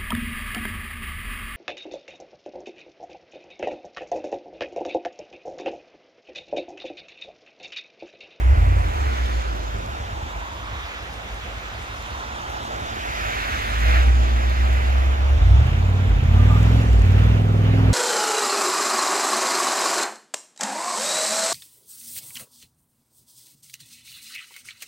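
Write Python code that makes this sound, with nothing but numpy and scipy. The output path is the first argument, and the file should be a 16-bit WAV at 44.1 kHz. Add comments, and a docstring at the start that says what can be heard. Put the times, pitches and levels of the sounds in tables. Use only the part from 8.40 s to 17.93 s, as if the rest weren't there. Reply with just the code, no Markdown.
"""A snowy parking lot at night, beside a slushy road: a V8 pickup plows snow.
The engine, built from cycle orders and firing pulses, blips, drops to a lumpy idle, takes up gear and revs.
A broad rush from the idling truck swells and sinks, then the blade scrapes the snow, as shaped noise
and cracks, with squeaks; a faint machine hum wavers. Cars hiss past on the road to the right, as patchy
noise; two close microphone ports hear it all, spread wide."""
import sys
import numpy as np
from scipy import signal
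from scipy.fft import rfft, irfft
from scipy.io import wavfile
from scipy.ndimage import uniform_filter1d

SR = 44100
rng = np.random.default_rng(int(sys.argv[2]) if len(sys.argv) > 2 else 0)


def persist_wave(psi):
    """Save psi, clipped to +-1, as 16-bit WAV."""
    counts = np.round(np.clip(psi, -1, 1) * 32767).astype(np.int16)
    wavfile.write(sys.argv[1], SR, np.atleast_2d(counts).T)


N = 420273
TIME = np.arange(N) / SR
BINS = np.fft.rfftfreq(N, 1 / SR)
# short noise frames, 1024 samples long and 256 apart
FRAME_S = np.arange(N // 256 + 5)[:, None] * 256 / SR
FRAME_HZ = np.fft.rfftfreq(1024, 1 / SR)

TRUCK_LAG_MS = -0.13  # lag of the left port; below zero the left port hears the truck first
# working effort and firing rate, at which the engine levels are set
WORK_EFFORT_DB, WORK_HZ = -14, 150

# Strength of each cylinder's pulse at the tailpipe, in firing order; one barks above the rest.
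# Each entry: strength in dB.
CYLINDER_DB = [-3, -0.5, -1.5, -3, 2.5, 0, 1, -2]
# Patches of slush under the tyres. Each row: centre in seconds, half length in seconds,
# added roar in dB, added hiss in dB, added spray in dB, swish level in dB.
SLUSH_PATCHES = [(.15, 0.48, 2, -5.5, -2, -39.5), (.75, 0.34, 1, 3, 1.5, -42.5),
                 (2.47, 0.18, 0, 3, -4, -41.5), (3.63, 0.078, -1, -0.5, 3, -60),
                 (5.1, 0.54, -1.5, 3, 2.5, -31.5), (5.53, 0.11, 2.5, 4, -3, -32.5),
                 (6.27, 0.48, -1.5, 1, -0.5, -36), (8.4, 0.41, 0, 4, 5.5, -61)]


def amp(db):
    """Decibels to gain."""
    return 10 ** (np.asarray(db) / 20)


def evened(x):
    """Scales to rms 1."""
    return x / np.sqrt(np.mean(abs(x) ** 2) + 1e-20)


def curve(rows, t=TIME, order=1):
    """One column of a table, joined by straight lines in time."""
    columns = np.transpose(rows)
    return np.interp(t, columns[0], columns[order])


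def read(points, hz):
    """A spectrum, joined by straight lines over log frequency."""
    f, value = np.transpose(points)
    return np.interp(np.log(hz + 1), np.log(f + 1), value)


def colour(x, points):
    """Causal filter with the given spectrum, output at rms 1."""
    log_gain = np.log(amp(read(points, abs(np.fft.fftfreq(N, 1 / SR)))))
    # the Hilbert transform gives the phase of the causal (minimum-phase) filter
    response = np.exp(np.conj(signal.hilbert(log_gain)))[:len(BINS)]
    return evened(irfft(rfft(x) * response, N))


def wander(hz):
    """Slow chance of rms 1."""
    return evened(irfft(rfft(rng.standard_normal(N)) / (1 + (BINS / hz) ** 4), N))


def drift(per_s):
    """Random values joined by straight lines."""
    knots_s = np.arange(0, TIME[-1], 1 / per_s)
    return np.interp(TIME, knots_s, rng.standard_normal(len(knots_s)))


def swells(rows, order=2):
    """Sum of bell-shaped rises, one for each row (s, half length s, heights)."""
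    return sum(row[order] * np.exp(-abs((TIME - row[0]) / row[1]) ** 2.6) for row in rows)


def bursts(rows, order=2):
    """Level in dB of bell-shaped bursts, one for each row (s, half length s, levels)."""
    gains = [(row[0], row[1], amp(row[order])) for row in rows]
    return 20 * np.log10(swells(gains) + 1e-9)


def band(hz, octaves):
    """A bell over log frequency, 1 at its centre."""
    return np.exp(-(np.log2((FRAME_HZ + 1) / hz) / octaves) ** 2)


def placed(x, lag_ms):
    """A point source reaches the left port later by the lag."""
    left = irfft(rfft(x) * np.exp(-2j * np.pi * BINS * lag_ms / 1000), N)
    return np.array([left, x])


def rush(spectrum, level_db, lag_ms, scattered, patchy_db, shape_db=0):
    """Patchy noise from one bearing, part of it scattered by the walls from all sides."""
    shape = (len(FRAME_S), len(FRAME_HZ))
    direct, common, apart = rng.standard_normal((3, *shape)) + 1j * rng.standard_normal((3, *shape))
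    delay = np.exp(-2j * np.pi * FRAME_HZ * lag_ms / 1000)
    # sound from all sides is alike at ports 0.15 m apart only in the bass
    same = np.sinc(2 * FRAME_HZ * .15 / 343)
    diffuse = np.array([common, same * common + np.sqrt(1 - same ** 2) * apart])
    share = np.clip(scattered, .01, .99)
    frames = np.sqrt(1 - share) * np.array([direct * delay, direct]) + np.sqrt(share) * diffuse
    # patches run over some frames and neighbouring frequencies
    patches = uniform_filter1d(rng.standard_normal(shape), size=9, axis=0)
    patches = evened(uniform_filter1d(patches, size=16, axis=1))
    frames = frames * amp(read(spectrum, FRAME_HZ) + shape_db + patchy_db * patches)
    noise = signal.istft(frames, nperseg=1024, noverlap=768, time_axis=-2, freq_axis=-1)[1][:, :N]
    return amp(level_db) * evened(noise)


def grains(per_s, spread_db, decay_s):
    """Sparse tiny cracks of very uneven size, each a decaying puff of noise."""
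    sizes = amp(spread_db * np.minimum(rng.exponential(1, N), 5)) * (rng.random(N) < per_s / SR)
    envelope = signal.lfilter([1], [1, -np.exp(-1 / (decay_s * SR))], sizes)
    return envelope * rng.standard_normal(N)


def hum():
    """The first three partials of a wavering machine hum."""
    # Each row: time in seconds, pitch in Hz, level in dB ahead of the partial levels.
    hum_path = [(3.3, 110.1, -63), (4, 112.8, -51), (5.3, 115.9, -55), (5.8, 116.5, -41), (6.4, 115.1, -45),
                (7.3, 112.8, -51)]
    # Each entry: level of a partial in dB, from the first up.
    partial_db = [4, -0.5, -6.5]
    turns = np.cumsum(curve(hum_path) * (1 + .001 * wander(hz=6))) / SR
    tone = sum(amp(db) * np.sin(2 * np.pi * k * turns) for k, db in enumerate(partial_db, 1))
    return placed(np.sqrt(2) * amp(curve(hum_path, order=2)) * tone, lag_ms=0.22)


def road():
    """Passing cars grow and fade with distance: roar, hiss and spray dB, port lag, farness (0-1)."""
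    # Each row: time abreast in seconds, tyre roar in dB, wet hiss in dB, fine spray in dB.
    cars = [(.8, -37.5, -40, -51), (5.352, -37.5, -37.5, -50.5), (6.3, -39, -41.5, -53),
            (9.1, -43, -67, -55.5)]
    road_m, car_m_per_s = 14.84, 13.64
    ahead_db = 2.5  # tyres are louder ahead of a car than behind it
    abreast_lag_ms = 0.459  # lag of the left port for a car straight to the right
    abreast_s, *layers_db = np.transpose(cars)[:, :, None]
    ahead_m = car_m_per_s * (abreast_s - TIME)
    distance_m = np.hypot(road_m, ahead_m)
    near = road_m / distance_m
    power = (amp(layers_db) * near * amp(ahead_db * ahead_m / distance_m)) ** 2
    levels_db = [10 * np.log10(layer.sum(0)) + swells(SLUSH_PATCHES, order=2 + k)
                 for k, layer in enumerate(power)]
    # the bearing leans to the car with the strongest spray
    lag_ms = np.average(abreast_lag_ms * near, axis=0, weights=power[-1] ** 2)
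    far = 1 - near.max(0)  # of the nearest car
    return *levels_db, np.interp(FRAME_S, TIME, lag_ms), np.interp(FRAME_S, TIME, far)


def traffic():
    """Tyres roar and hiss, swish through slush and fling a spray of drops."""
    # Spectra of tyre roar, wet hiss, thrown slush and fine spray.
    # Each row: frequency in Hz, relative level in dB per Hz.
    roar_spectrum, hiss_spectrum = [(100, -5.5), (200, -2), (330, -0.5), (480, -3), (720, 0.5),
                                    (1050, -1.5), (1500, -7), (2300, -25), (5000, -54)], [(700, -19), (1300, 5), (2000, 0.5), (2700, -1.5),
                                                  (3150, -1.5), (3650, 0.5), (3950, -5), (4700, -9.5),
                                                  (7100, -12), (8200, -43)]
    swish_spectrum, spray_spectrum = [(600, -13.5), (1000, -9), (1500, 1.5), (2000, 3), (2550, 0.5),
                                      (3200, -8.5), (4500, -19), (8000, -26)], [(4000, 3), (7000, 7), (8500, -0.5), (12000, -5),
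                                                     (12700, 0), (13400, -7), (15000, -6.5)]
    # One band of the roar stands out, climbing as a car leaves and sinking as the next comes.
    # Each row: time in seconds, centre in Hz, boost in dB.
    tyre_band = [(1.4, 720, -1.5), (2, 940, 7), (2.45, 1170, 5.5), (2.8, 1200, -9), (3.8, 990, 5),
                 (4.5, 680, 2.5)]
    roar_db, hiss_db, spray_db, lag_ms, far = road()
    tyre_db = curve(tyre_band, FRAME_S, order=2) * band(curve(tyre_band, FRAME_S), octaves=.24)
    # the snowy ground swallows the low roar of a distant car
    ground_db = -23.5 * far ** 2 * band(403, octaves=1.05)
    roar = rush(roar_spectrum, roar_db, lag_ms, scattered=0.09, patchy_db=1.1,
                shape_db=tyre_db + ground_db)
    hiss = rush(hiss_spectrum, hiss_db, lag_ms, scattered=0.49, patchy_db=1.5)
    swish_db = bursts(SLUSH_PATCHES, order=5)
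    swish = rush(swish_spectrum, swish_db, lag_ms, scattered=0.25, patchy_db=0.7)
    spray = rush(spray_spectrum, spray_db, lag_ms, scattered=0.98, patchy_db=3.0)
    # separate drops at each port
    drops = np.array([colour(grains(per_s=87, spread_db=3.8, decay_s=0.0012), spray_spectrum)
                      for port in range(2)])
    return roar + hiss + swish + spray + amp(spray_db - 7.5) * drops


def plow():
    """Noise and fine cracks carry the idling truck's rush, then the scraping blade; packed snow squeaks."""
    # A broad rush from the idling truck swells and sinks, then the blade scrapes the snow.
    # Each row: time in seconds, level in dB.
    broad_path = [(0, -49), (3.2, -39), (5.3, -52.5), (6.7, -36.5), (9.53, -38.5)]
    # Heaps of snow give way. Each row: centre in seconds, half length in seconds, added scraping in dB.
    shoves = [(7.25, 0.11, 2), (8.0, 0.11, 3), (8.28, 0.22, 4.5), (8.82, 0.15, 5.5), (9.47, 0.3, 5.5)]
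    # Packed snow squeaks. Each row: centre in seconds, half length in seconds, level in dB.
    squeaks = [(8.1, 0.22, -43), (9.45, 0.32, -47)]
    # Spectra of the broad noise and the squeak. Each row: frequency in Hz, relative level in dB per Hz.
    broad_spectrum, squeak_spectrum = [(300, -1), (700, 4), (1000, 0), (1400, 0), (2800, -0.5),
                                       (3500, -5.5), (4500, -15), (7100, -24), (8300, -34), (12700, -25),
                                       (15000, -34)], [(900, -29), (1120, -15), (1200, 10), (1290, -18),
                                                       (1600, -45)]
    level_db = curve(broad_path) + swells(shoves)
    broad = rush(broad_spectrum, level_db, TRUCK_LAG_MS, scattered=0.51, patchy_db=1.8)
    cracks = grains(per_s=130, spread_db=-2.5, decay_s=0.0026)
    crackle = amp(level_db - 16.0) * colour(cracks, broad_spectrum)
    squeak = rush(squeak_spectrum, bursts(squeaks), TRUCK_LAG_MS, scattered=0.13, patchy_db=4)
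    return broad + squeak + placed(crackle, TRUCK_LAG_MS)


def strain(speed):
    """How hard the engine speeds up (to 1) or slows down (to -1), answered a little late."""
    smooth_s, late_s, full_hz_per_s = 0.11, 0.032, 75
    change = uniform_filter1d(np.gradient(speed) * SR, size=max(1, round(smooth_s * SR)))
    return np.tanh(np.interp(TIME - late_s, TIME, change) / full_hz_per_s)


def drone(cycle, speed, effort_db, idling, pull, overrun):
    """Smooth exhaust orders slide through the tailpipe, which favours some pitches."""
    # Exhaust orders. Each row: multiple of the engine cycle, level in dB against the effort
    # at the working speed, rise in dB per octave of engine speed.
    order_rows = [(2, 6, -6), (4, -14.5, 22), (5, 2.5, 0), (6, -5, 10), (7, -6.5, 6.5), (8, 2, 1.5),
                  (10, -3.5, 17.5), (11, -3.5, 6.5), (12, -8, 15), (13, -1.5, 10.5)]
    # Favour of the tailpipe. 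Each row: frequency in Hz, gain in dB.
    tailpipe = [(27, -64), (42, -23), (50, -5.5), (55, -4), (62, -1), (70, 0), (80, -8.5), (92, -3),
                (103, -6.5), (118, -6.5), (134, -13), (147, -27), (158, -16), (200, -21.5), (290, -22.5)]
    swell_db, swells_per_s = 3, 5
    throb_db, throb_per_effort, throb_at_rest = -13.5, 1, 0.16
    overrun_drone_db, overrun_throb_db = -5, 7
    crawl_hz, crawl_db = 71, -13.5
    flutter_db = 3
    octaves = np.log2(speed / WORK_HZ)
    # at a crawl with no strain the orders above the firing rate fade
    crawl = (1 - pull ** 2) / (1 + (speed / crawl_hz) ** 8)
    orders = []
    for k, db, rise_db in order_rows:
        level_db = effort_db + db + rise_db * octaves + overrun_drone_db * overrun
        # orders above the firing rate also swell and fade by chance
        upper_db = crawl_db * crawl + swell_db * drift(swells_per_s)
        orders.append((round(k), amp(level_db + upper_db * (k > len(CYLINDER_DB)))))
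    # the third order throbs under strain either way
    third_db = throb_db + throb_per_effort * (effort_db - WORK_EFFORT_DB) + overrun_throb_db * overrun
    orders.append((3, amp(third_db) * np.hypot(pull, throb_at_rest)))
    tone = np.zeros(N)
    for k, gain in orders:
        pipe_gain = amp(read(tailpipe, k * speed / len(CYLINDER_DB)))
        # the muffler holds the higher orders back longer, which rounds the beats into a drone
        wave = np.cos(2 * np.pi * k * cycle - np.pi / 2 * k ** 2)
        tone += np.sqrt(2) * gain * pipe_gain * wave
    # at idle the drone flutters
    return tone * amp(flutter_db * idling * (wander(hz=9) - .5))


def rasp(unequal, puffs):
    """Sharp pulse edges and their gas puffs ring through the pipe, at rms 1."""
    # Spectrum of the pipe. Each row: frequency in Hz, relative level in dB per Hz.
    pipe_spectrum = [(120, -50.5), (180, -0.5), (212, 1), (300, -1), (420, -12), (1000, -26.5), (2500, -72)]
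    edges = colour(unequal, pipe_spectrum) + amp(-15) * colour(puffs, pipe_spectrum)
    # the shop front throws the edges back a moment later
    return evened(edges + .5 * np.interp(TIME - .017, TIME, edges))


def lope(fired, puffs):
    """Strong and weak burns scatter the boom between the orders, at rms 1."""
    # Spectrum of the boom. Each row: frequency in Hz, relative level in dB per Hz.
    boom_spectrum = [(25, -25), (40, -15), (55, -7.5), (66, 7), (85, -6), (104, -1.5), (135, -18.5),
                     (200, -23.5), (400, -68)]
    burns = evened(fired * rng.standard_normal(N)) + .5 * evened(puffs)
    return colour(burns, boom_spectrum)


def bark(firings):
    """Each firing of the loudest cylinder sets off the same short ring in the pipe, at rms 1."""
    # Spectrum of the bark. Each row: frequency in Hz, relative level in dB per Hz.
    bark_spectrum = [(200, -39), (270, 1), (370, 1), (480, 1.5), (620, -7), (800, -10), (1500, -45)]
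    ring_s = 0.024
    ring = rfft(rng.standard_normal(N) * np.exp(-TIME / ring_s))
    # the ring smears the pulse in time and favours no pitch
    return colour(irfft(rfft(firings) * ring / abs(ring), N), bark_spectrum)


def exhaust():
    """Low orders, the sharp edges and bark of the firing pulses, and the lope of uneven burning."""
    # Engine speed: a blip, idle, taking up gear, then three surges.
    # Each row: time in seconds, firings per second in Hz; eight firings make one engine cycle.
    firing_rate = [(0, 53.75), (.1, 66.81), (.24, 86.55), (.36, 90.88), (.62, 69.04), (.8, 62.09),
                   (1.25, 53.43), (1.55, 45.03), (2, 52.56), (4.9, 52.07), (5.2, 46.61), (5.4, 56.82),
                   (5.6, 62.6), (5.9, 61.3), (6.4, 64.87), (6.92, 68.44), (7.06, 85.9), (7.2, 112.8),
                   (7.3, 131.6), (7.5, 148.6), (7.64, 150.9), (7.8, 126.2), (8.05, 154.2), (8.42, 174.9),
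                   (8.52, 163.8), (8.62, 145.6), (8.75, 153.1), (8.92, 166.3), (9.2, 162.8), (9.38, 166.1),
                   (9.53, 160)]
    # How hard the engine works. Each row: time in seconds, effort in dB.
    effort = [(0, -16.5), (.1, -11), (.35, -17), (.5, -21), (.76, -20), (1.2, -23), (1.55, -25),
              (1.9, -32.5), (4.4, -37.5), (5.28, -23), (5.44, -15), (5.66, -12), (5.87, -16), (6.8, -19),
              (7.02, -12.5), (7.12, -12), (7.28, -17), (7.6, -17.5), (7.95, -13), (8.37, -13), (8.49, -18),
              (8.7, -13), (9.1, -14.5), (9.3, -13), (9.53, -13)]
    idle_effort_db, hunt_share = -34, 0.025
    # levels at working effort and speed, and how they follow both
    rasp_db, rasp_per_effort, rasp_db_per_octave = -42.5, 0.65, 2.5
    lope_db, lope_per_effort, lope_db_per_octave = -42, 0.39, -9.5
    lope_strain_db, lope_overrun_db = 1.5, 4
    bark_db, bark_db_per_octave = -45, 14
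    approach_s, approach_db_per_s = 7.53, 2.5
    speed, effort_db = curve(firing_rate), curve(effort)
    push_db, octaves = effort_db - WORK_EFFORT_DB, np.log2(speed / WORK_HZ)
    idling = np.clip(push_db / (idle_effort_db - WORK_EFFORT_DB), 0, 1) ** 2
    # at idle the engine hunts in speed
    cycle = np.cumsum(speed * (1 + hunt_share * idling * wander(hz=5))) / (8 * SR)
    pull = strain(speed)
    # on the overrun the steady orders drop and the burning turns uneven
    overrun = np.minimum(pull, 0) ** 4 * speed / WORK_HZ
    # one pulse a firing; unequal cylinders give a close stack of lines on the cycle rate
    strength = amp(CYLINDER_DB)
    firing = np.floor(cycle * len(strength)).astype(int)
    fired = np.diff(firing, prepend=0)
    pulses = fired * np.take(strength, firing, mode="wrap") * amp(.5 * rng.standard_normal(N))
    unequal = pulses - fired * strength.mean()
    # each pulse drags a short puff of turbulent gas
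    puffs = signal.lfilter([1], [1, -np.exp(-1 / (0.019 * SR))], pulses ** 2) * rng.standard_normal(N)
    loudest = firing % len(strength) == np.argmax(strength)
    # rasp and bark grow as the truck comes closer
    closer_db = approach_db_per_s * np.maximum(TIME - approach_s, 0)
    rasp_level_db = rasp_db + rasp_per_effort * push_db + rasp_db_per_octave * octaves + closer_db
    lope_level_db = (lope_db + lope_per_effort * push_db + lope_db_per_octave * octaves
                     + lope_strain_db * abs(pull) + lope_overrun_db * overrun)
    bark_level_db = bark_db + bark_db_per_octave * octaves + closer_db
    engine = drone(cycle, speed, effort_db, idling, pull, overrun)
    engine += amp(rasp_level_db) * rasp(unequal, puffs)
    engine += amp(lope_level_db) * lope(fired, puffs)
    engine += amp(bark_level_db) * bark(pulses * loudest)
    return placed(engine, TRUCK_LAG_MS)


def scene():
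    """Hum, road, broad rush and blade, and engine at the two ports."""
    return hum() + traffic() + plow() + exhaust()


def record(dry):
    """Widens the stereo picture, colours each port and cuts the top."""
    # Stereo widening. Each row: frequency in Hz, boost of the difference between the ports in dB.
    widening = [(60, 17.5), (130, 4), (250, 6.5), (450, 9.5), (1300, 4), (3000, -0.5), (5000, 0)]
    # Balance of the ports. Each row: frequency in Hz, left over right in dB.
    balance = [(60, -.8), (130, -1), (400, -2.5), (1200, -2.5), (2500, -3), (4300, 0), (8000, 3),
               (14000, 3)]
    edge_hz = 15450
    left, right = rfft(dry)
    mid = (left + right) / 2
    side = (left - right) / 2 * amp(read(widening, BINS))
    lean = amp(read(balance, BINS) / 2)
    wide = irfft(np.array([(mid + side) * lean, (mid - side) / lean]), N)
    lowpass = signal.firwin(511, edge_hz, window=("kaiser", 9), fs=SR)
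    return signal.oaconvolve(wide, lowpass[None], "same")


dry = scene()
out = record(dry)
persist_wave(out)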